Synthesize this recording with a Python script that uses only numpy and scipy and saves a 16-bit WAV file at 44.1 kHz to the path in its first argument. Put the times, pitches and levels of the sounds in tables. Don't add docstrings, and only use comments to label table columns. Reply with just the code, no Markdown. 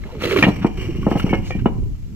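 import sys
import numpy as np
from scipy import signal
from scipy.fft import rfft, irfft
from scipy.io import wavfile

SR = 44100
rng = np.random.default_rng(int(sys.argv[2]) if len(sys.argv) > 2 else 0)


def pcm_store(signal):
    levels = np.round(np.clip(np.atleast_2d(signal), -1, 1) * 32767)
    wavfile.write(sys.argv[1], SR, levels.astype(np.int16).T)


N = 94815
T = np.arange(N) / SR
ONE_S = T[:SR]


def from_db(db):
    return 10 ** (np.asarray(db) / 20)


def rms_one(x):
    return x / np.sqrt(np.mean(x ** 2) + 1e-20)


def level(rows):
    return from_db(np.interp(T, *np.transpose(rows)))


def at_hz(points, hz):
    freq_hz, values = np.transpose(points)
    return np.interp(np.log(np.maximum(hz, 1)), np.log(freq_hz), values)


def colour(x, spectrum):
    size = x.shape[-1]
    gain = from_db(at_hz(spectrum, np.fft.rfftfreq(size, 1 / SR)))
    return rms_one(irfft(rfft(x) * gain, size))


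def add(out, start_s, x):
    i = max(int(start_s * SR), 0)
    out[i:i + len(x)] += x[:N - i]


def low_pass(x, hz):
    return signal.sosfilt(signal.butter(2, min(hz, SR / 3), fs=SR, output="sos"), x)


def waver(hz):
    return rms_one(low_pass(rng.standard_normal(N), hz))


def dying_noise(spectrum, t60s):
    bins = rfft(colour(rng.standard_normal(SR), spectrum))
    hz = np.fft.rfftfreq(SR, 1 / SR)
    octave = np.clip(np.round(np.log2(np.maximum(hz, 1) / 100)), 0, 7)
    out = np.zeros(SR)
    for k in range(8):
        band = irfft(bins * (octave == k), SR)
        out += band * from_db(-60 * ONE_S / at_hz(t60s, 100 * 2 ** k))
    return out


def grains(per_s, spread_db):
    sizes = from_db(spread_db * np.minimum(rng.exponential(1, N), 4))
    hits = rng.random(N) < per_s / SR
    return hits * sizes * rng.choice([-1, 1], N) + 1e-18


def resonate(x, rows):
    out = np.zeros(N)
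    for k, (hz, width_hz, db) in enumerate(rows):
        b, a = signal.iirpeak(hz, hz / width_hz, fs=SR)
        out += (-1) ** k * from_db(db) * rms_one(signal.lfilter(b, a, x))
    return rms_one(out)


# freq_hz, level_db
AIR_SPECTRUM = [(100, 3.5), (500, 7.5), (1200, -1.5), (3000, -4), (7500, -3), (9000, -17.5), (13000, -5),
                (15500, -30.5)]
AIR_DB = -57


def still_air():
    return from_db(AIR_DB) * colour(rng.standard_normal((2, N)), AIR_SPECTRUM)


# time_s, level_db (before WIND_GAIN_DB)
WIND_LEVEL = [(0, -37.5), (.1, -44), (.3, -45), (.7, -38.5), (1.1, -34), (1.4, -34), (1.6, -35.5),
              (1.85, -30), (1.97, -38.5), (2.15, -40)]
# freq_hz, level_db
WIND_SPECTRUM = [(8, -18.5), (18, -6), (30, -2), (70, -4), (120, -10.5), (250, -24), (600, -50),
                 (2000, -74.5)]
# centre_s, peak_db
PUFFS = [(1.391, -10), (1.622, -6.5), (1.646, -13), (1.787, -11.5)]
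WIND_GAIN_DB, WIND_SHARED_GAIN, PUFF_WIDTH_S = 9.5, 0.32, 0.0021


def wind():
    white = rng.standard_normal((2, N)) + WIND_SHARED_GAIN * rng.standard_normal(N)
    out = level(WIND_LEVEL) * from_db(WIND_GAIN_DB) * colour(white, WIND_SPECTRUM)
    for centre_s, peak_db in PUFFS:
        u = ((T - centre_s) / PUFF_WIDTH_S) ** 2
        out[1] += from_db(peak_db) * (1 - u) * np.exp(-u / 2)
    return out


# time_s, level_db
RUMBLE_LEVEL = [(0, -42), (.1, -43), (.2, -31), (.4, -28), (.52, -28.5), (.58, -24), (.76, -36),
                (.85, -29.5), (1.0, -28.5), (1.2, -31), (1.28, -27), (1.42, -29.5), (1.5, -36.5),
                (1.62, -25), (1.75, -32), (1.88, -30.5), (1.97, -52), (2.15, -33.5)]
# freq_hz, width_hz, level_db
BASKET_RESONANCES = [(78.2, 73, -3), (132, 66, 0.5), (190.5, 49, -0.5), (272, 110, -5), (375, 92, -7),
                     (430, 67, -12)]
FLEXES_PER_S = 460


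def basket():
    flexes = grains(FLEXES_PER_S, spread_db=3.5)
    hollow = rms_one(low_pass(resonate(flexes, BASKET_RESONANCES), hz=515))
    return level(RUMBLE_LEVEL) * hollow


# time_s, level_db
GRIT_LEVEL = [(0, -68), (.2, -53.5), (.5, -45), (.6, -46), (.76, -49.5), (.82, -39), (.92, -47),
              (1.03, -47), (1.16, -42.5), (1.205, -36.5), (1.25, -41.5), (1.33, -42), (1.41, -50.5),
              (1.48, -48), (1.56, -50), (1.7, -59.5), (1.9, -70.5)]
# freq_hz, width_hz, level_db
GRIT_RESONANCES = [(2310, 180, -2), (2861, 41, 1), (3082, 50, -6.5), (4430, 250, -12), (5656, 220, -13.5)]
# freq_hz, level_db
GRIT_SPECTRUM = [(400, 8), (1300, 2), (2600, 1.5), (3700, -10.5), (5500, -19), (7800, -11.5), (9000, -25),
                 (14000, -17.5)]
GRIT_PER_S, GRIT_SPREAD_DB, GRIT_HISS_DB = 1800, 1.5, -0.5
GRIT_FLICKER_RMS_DB, GRIT_FLICKER_HZ = 3.5, 35.3


def grit():
    spurts = from_db(GRIT_FLICKER_RMS_DB * waver(GRIT_FLICKER_HZ))
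    crumbs = grains(GRIT_PER_S, GRIT_SPREAD_DB) * spurts
    ringing = resonate(crumbs, GRIT_RESONANCES)
    hiss = from_db(GRIT_HISS_DB) * colour(crumbs, GRIT_SPECTRUM)
    return level(GRIT_LEVEL) * (ringing + hiss)


# peak_s, length_s (peak to -17 dB), level_db, centre_hz,
# half_width_octaves (to -3 dB)
RUB_EVENTS = [(0.098, 0.043, -41.5, 596, 0.58), (0.63, 0.02, -36, 1290, 0.65),
              (1.196, 0.024, -44, 12400, 1), (1.2, 0.0057, -27, 1380, 0.18), (1.484, 0.052, -48, 4450, 0.5),
              (1.596, 0.015, -43, 1550, 0.65)]
SCRAPE_GRAINS_PER_S, SCRAPE_SPREAD_DB = 5000, 2


def rubs():
    out, hz = np.zeros(N), np.geomspace(50, 16000, 60)
    for peak_s, length_s, db, centre_hz, half_width_octaves in RUB_EVENTS:
        offset = np.log2(hz / centre_hz) / half_width_octaves
        spectrum = np.transpose([hz, np.maximum(-3 * offset ** 2, -60)])
        friction = colour(grains(SCRAPE_GRAINS_PER_S, SCRAPE_SPREAD_DB), spectrum)
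        swell = np.exp(-2 * ((T - peak_s) / length_s) ** 2)
        out += from_db(db) * swell * friction
    return out


# time_s, level_db
SLIDE_LEVEL = [(0, -48), (.185, -47.5), (.21, -32), (.24, -26), (.275, -26), (.3, -26.5), (.33, -23),
               (.354, -29.5), (.372, -23.5), (.395, -26), (.415, -26.5), (.435, -31), (.48, -28),
               (.52, -46.5), (.56, -76), (.7, -63)]
# freq_hz, level_db
SCRAPE_SPECTRUM = [(150, -9.5), (350, 10.5), (800, -3), (1500, -4.5), (2400, -2), (3500, -6.5), (5000, -17),
                   (9000, -27.5), (13000, -27.5), (16000, -20)]
# freq_hz, width_hz, level_db
RATTLE_RESONANCES = [(1340, 110, 1), (1840, 180, -3.5), (2330, 150, -0.5), (2800, 170, -7),
                     (4300, 200, -10.5)]
# start_s, length_s (release starts halfway), level_db, start_hz,
# sag_octaves_per_s
SLIP_EVENTS = [(0.122, 0.14, -33.5, 525, 5.5), (.232, 0.024, -18.5, 511, 7), (0.261, 0.039, -21, 399.6, 5),
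               (0.309, 0.073, -15, 437.3, 7), (0.358, 0.024, -10.5, 413.3, 7.5),
               (0.385, 0.011, -9.5, 317, 6.5), (0.776, 0.15, -31, 375, 0), (0.882, 0.023, -21, 350, 3.5),
               (0.942, 0.033, -29.5, 375, 1), (1.012, 0.04, -30.5, 352, -3), (1.272, 0.048, -28.5, 430, 2)]
RATTLE_PER_S, RATTLE_SPREAD_DB, RATTLE_DB = 220, 4.5, -10
CATCH_RMS_DB, CATCH_HZ = 2.5, 130
SLIP_PITCH_JITTER, SLIP_FLUTTER = .08, .35
SLIP_ATTACK_S, SLIP_RELEASE_S = 0.0059, 0.014


def slide():
    rattle = from_db(RATTLE_DB) * resonate(grains(RATTLE_PER_S, RATTLE_SPREAD_DB), RATTLE_RESONANCES)
    catches = from_db(CATCH_RMS_DB * waver(CATCH_HZ))
    scrape = colour(catches * grains(SCRAPE_GRAINS_PER_S, SCRAPE_SPREAD_DB), SCRAPE_SPECTRUM)
    out = level(SLIDE_LEVEL) * (scrape + rattle)
    t = T[:SR // 4]
    for start_s, length_s, db, start_hz, sag in SLIP_EVENTS:
        wobble, flutter = rms_one(low_pass(rng.standard_normal((2, len(t))), hz=154))
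        pitch_hz = start_hz * 2 ** (-sag * t) * (1 + SLIP_PITCH_JITTER * wobble)
        attack = np.minimum(t / SLIP_ATTACK_S, 1)
        release = np.exp(-np.maximum(t - length_s / 2, 0) / SLIP_RELEASE_S)
        groan = (1 + SLIP_FLUTTER * flutter) * np.sin(2 * np.pi * np.cumsum(pitch_hz) / SR)
        add(out, start_s, from_db(db) * attack * release * groan)
    return out


# start_s, ring_db, pitch_factor, t60_s, tilt_db_per_octave, crack_db
CLINK_EVENTS = [(0.0367, -32, .9, 0.033, -4, -44), (0.2088, -36, .8, 0.02, 0, -35),
                (0.2374, -15.5, 1.4, 0.023, 6, -34.5), (0.2601, -29, 1.1, 0.023, 2, -31),
                (0.3095, -13, 0.95, 0.034, 4, -25.5), (0.3259, -17.5, 1.04, 0.017, 17, -22.5),
                (0.361, -18.5, 0.9, 0.026, -5, -21.5), (0.373, -13.5, 0.95, 0.033, 7, -33),
                (0.387, -23, 0.96, .025, 2, -19.5), (0.4257, -2.5, .99, 0.069, -20, -10.5),
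                (0.4355, -6, 0.98, .05, -1.5, -17), (0.443, -13, 1.15, 0.05, -2, -19),
                (0.4506, -14.5, 1.2, 0.058, -2, -25), (0.6441, -31, 1.0, 0.22, 7, -35),
                (0.949, -43.5, 1.18, 0.32, 3, -43), (1.0291, -35.5, .6, 0.07, -25, -46.5),
                (1.114, -36, 1.28, 0.14, -4, -34.5), (1.197, -32.5, 1.18, 0.13, 13, -29),
                (1.218, -32, 1.25, 0.043, 4.5, -42.5), (1.2913, -27, 0.94, 0.27, 8.5, -34.5),
                (1.3335, -17.5, 0.908, 0.12, 17, -29.5), (1.5068, -24, 0.99, 0.2, -1, -32.5),
                (1.6583, -27.5, 1.222, 0.1, -11, -37.5)]
# freq_hz (before pitch_factor), level_db (re ring_db)
BRICK_MODES = [(1860, -12), (1950, -14.5), (2379, -3), (2435, -23.5), (2880, -19), (3280, -24.5)]
# freq_hz, level_db
CRACK_SPECTRUM = [(500, -9), (1100, -1), (2000, 1), (3000, 0), (4000, -18), (8000, -38), (15000, -37)]
TILT_PIVOT_HZ = 2379
CRACK_T60_S, SNAP_T60_S, SNAP_GAIN = 0.028, .012, 1.2
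ROCKING_RMS, ROCKING_HZ = .22, 90
CLINK_RISE_S = 0.00067


def clinks():
    out, t = np.zeros(N), ONE_S
    contact = from_db(-60 * t / CRACK_T60_S) + SNAP_GAIN * from_db(-60 * t / SNAP_T60_S)
    rise = 1 - np.exp(-(t / CLINK_RISE_S) ** 2)
    for start_s, ring_db, pitch, t60_s, tilt, crack_db in CLINK_EVENTS:
        ring = np.zeros(SR)
        for hz, mode_db in BRICK_MODES:
            tilt_db = tilt * np.log2(hz / TILT_PIVOT_HZ)
            decay = from_db(ring_db + mode_db + tilt_db - 60 * t / t60_s)
            ring += decay * np.sin(2 * np.pi * hz * pitch * t + rng.uniform(0, np.pi))
        crack = colour(rng.standard_normal(SR), CRACK_SPECTRUM) * from_db(crack_db) * contact
        rocking = 1 + ROCKING_RMS * waver(ROCKING_HZ)[:SR]
        add(out, start_s, (ring * rocking + crack) * rise)
    return out


# start_s, level_db (body and clatter), bright_hz (low-pass), pitch_factor,
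# clatter_offset_db (added to CLATTER_DB)
THUD_EVENTS = [(0.051, -22.5, 495, 1.08, 4.5), (0.151, -24.5, 1200, 1.34, -8), (0.4217, -5, 500, 0.96, -4),
               (0.4264, -10.5, 2960, 2.53, -1.5), (0.4365, -3, 1800, 0.93, -1.5),
               (0.4653, -0.5, 995, 0.925, -1.5), (0.4812, 0, 680, .95, -2.5), (0.645, 0, 1200, 1.066, -2),
               (0.983, -10, 220, 1.08, -4), (1.0651, -0.5, 970, 1.04, -1.5),
               (1.1128, -6.5, 1800, 1.16, 0.5), (1.1534, -4, 1280, 0.83, -2),
               (1.2392, -1.5, 239, 0.98, -0.5), (1.264, -15.5, 1120, 1.43, 3.5),
               (1.305, -7, 250, 0.96, 2.5), (1.329, -2.5, 1900, 1.016, -0.5),
               (1.5052, -17.5, 1300, 2.5, -5.5), (1.549, -6.5, 250, 0.94, -1),
               (1.6571, 0.5, 1610, 1.12, -5.5), (1.784, -16, 247, 1.2, -6), (1.826, -8, 120, 0.6, -18)]
# freq_hz (before pitch_factor), level_db, t60_s
KNOCK_MODES = [(134.5, -1.5, 0.046), (200.2, 2, 0.061), (299.6, 1.5, 0.033), (430, -7, 0.039),
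               (653, -4, 0.018), (879, -4, 0.017), (1200, -10, 0.013), (2500, -22.5, 0.012)]
# freq_hz, level_db
CLATTER_SPECTRUM = [(60, -20), (130, -4.5), (250, 4.5), (500, 1.5), (850, -0.5), (1400, -11.5),
                    (2800, -17.5), (4000, -27.5), (15000, -43.5)]
# freq_hz, t60_s
CLATTER_DECAY = [(100, 0.096), (400, 0.11), (1000, 0.075), (3000, 0.086), (12000, .05)]
BODY_DB, CLATTER_DB, CLATTER_RISE_S = -5.5, -6.5, 0.0055


def thuds():
    out, t = np.zeros(N), ONE_S
    for start_s, db, bright_hz, pitch, clatter_offset_db in THUD_EVENTS:
        body = np.zeros(SR)
        for k, (hz, mode_db, t60_s) in enumerate(KNOCK_MODES):
            decay = from_db(mode_db - 60 * t / t60_s)
            body += (-1) ** (k + 1) * decay * np.sin(2 * np.pi * hz * pitch * t)
        shudder = dying_noise(CLATTER_SPECTRUM, CLATTER_DECAY) * (1 - np.exp(-t / CLATTER_RISE_S))
        landing = from_db(BODY_DB) * body + from_db(CLATTER_DB + clatter_offset_db) * shudder
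        add(out, start_s, from_db(db) * low_pass(landing, bright_hz))
    return out


# freq_hz, level_db
YARD_SPECTRUM = [(60, -37.5), (200, -3.5), (900, 0.5), (2700, 1.5), (5000, -10), (15000, 4)]
# freq_hz, t60_s
YARD_DECAY = [(100, 0.75), (500, 0.51), (2500, 0.31), (6000, 0.25), (15000, 0.26)]
# freq_hz, level_db
SCATTER_SPECTRUM = [(100, -26.5), (400, -9), (1000, -4.5), (2500, -7), (5000, 2.5), (15000, -2.5)]
YARD_DB, YARD_RISE_S = -15.5, .014
SCATTER_DB, SCATTER_T60_S = -1.5, 0.038
LEFT_LAG_S, PAN_DB = .00009, 0.53


def yard(x):
    left = from_db(-PAN_DB) * np.interp(T - LEFT_LAG_S, T, x)
    out = np.array([left, from_db(PAN_DB) * x])
    for side in out:
        far = dying_noise(YARD_SPECTRUM, YARD_DECAY) * (1 - np.exp(-ONE_S / YARD_RISE_S))
        near = colour(rng.standard_normal(SR), SCATTER_SPECTRUM) * from_db(-60 * ONE_S / SCATTER_T60_S)
        echoes = from_db(YARD_DB) * far / np.linalg.norm(far)
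        echoes += from_db(SCATTER_DB) * near / np.linalg.norm(near)
        side += signal.fftconvolve(x, echoes)[:N]
    return out


def scene():
    out = still_air() + wind()
    for source in (basket() + rubs(), grit(), slide(), clinks(), thuds()):
        out += yard(source)
    return out


CUTOFF_HZ = 15550


def record(dry):
    rounded = dry / (1 + (dry / .95) ** 6) ** (1 / 6)
    return signal.sosfilt(signal.ellip(10, .2, 80, CUTOFF_HZ, fs=SR, output="sos"), rounded)


dry = scene()
out = record(dry)
pcm_store(out)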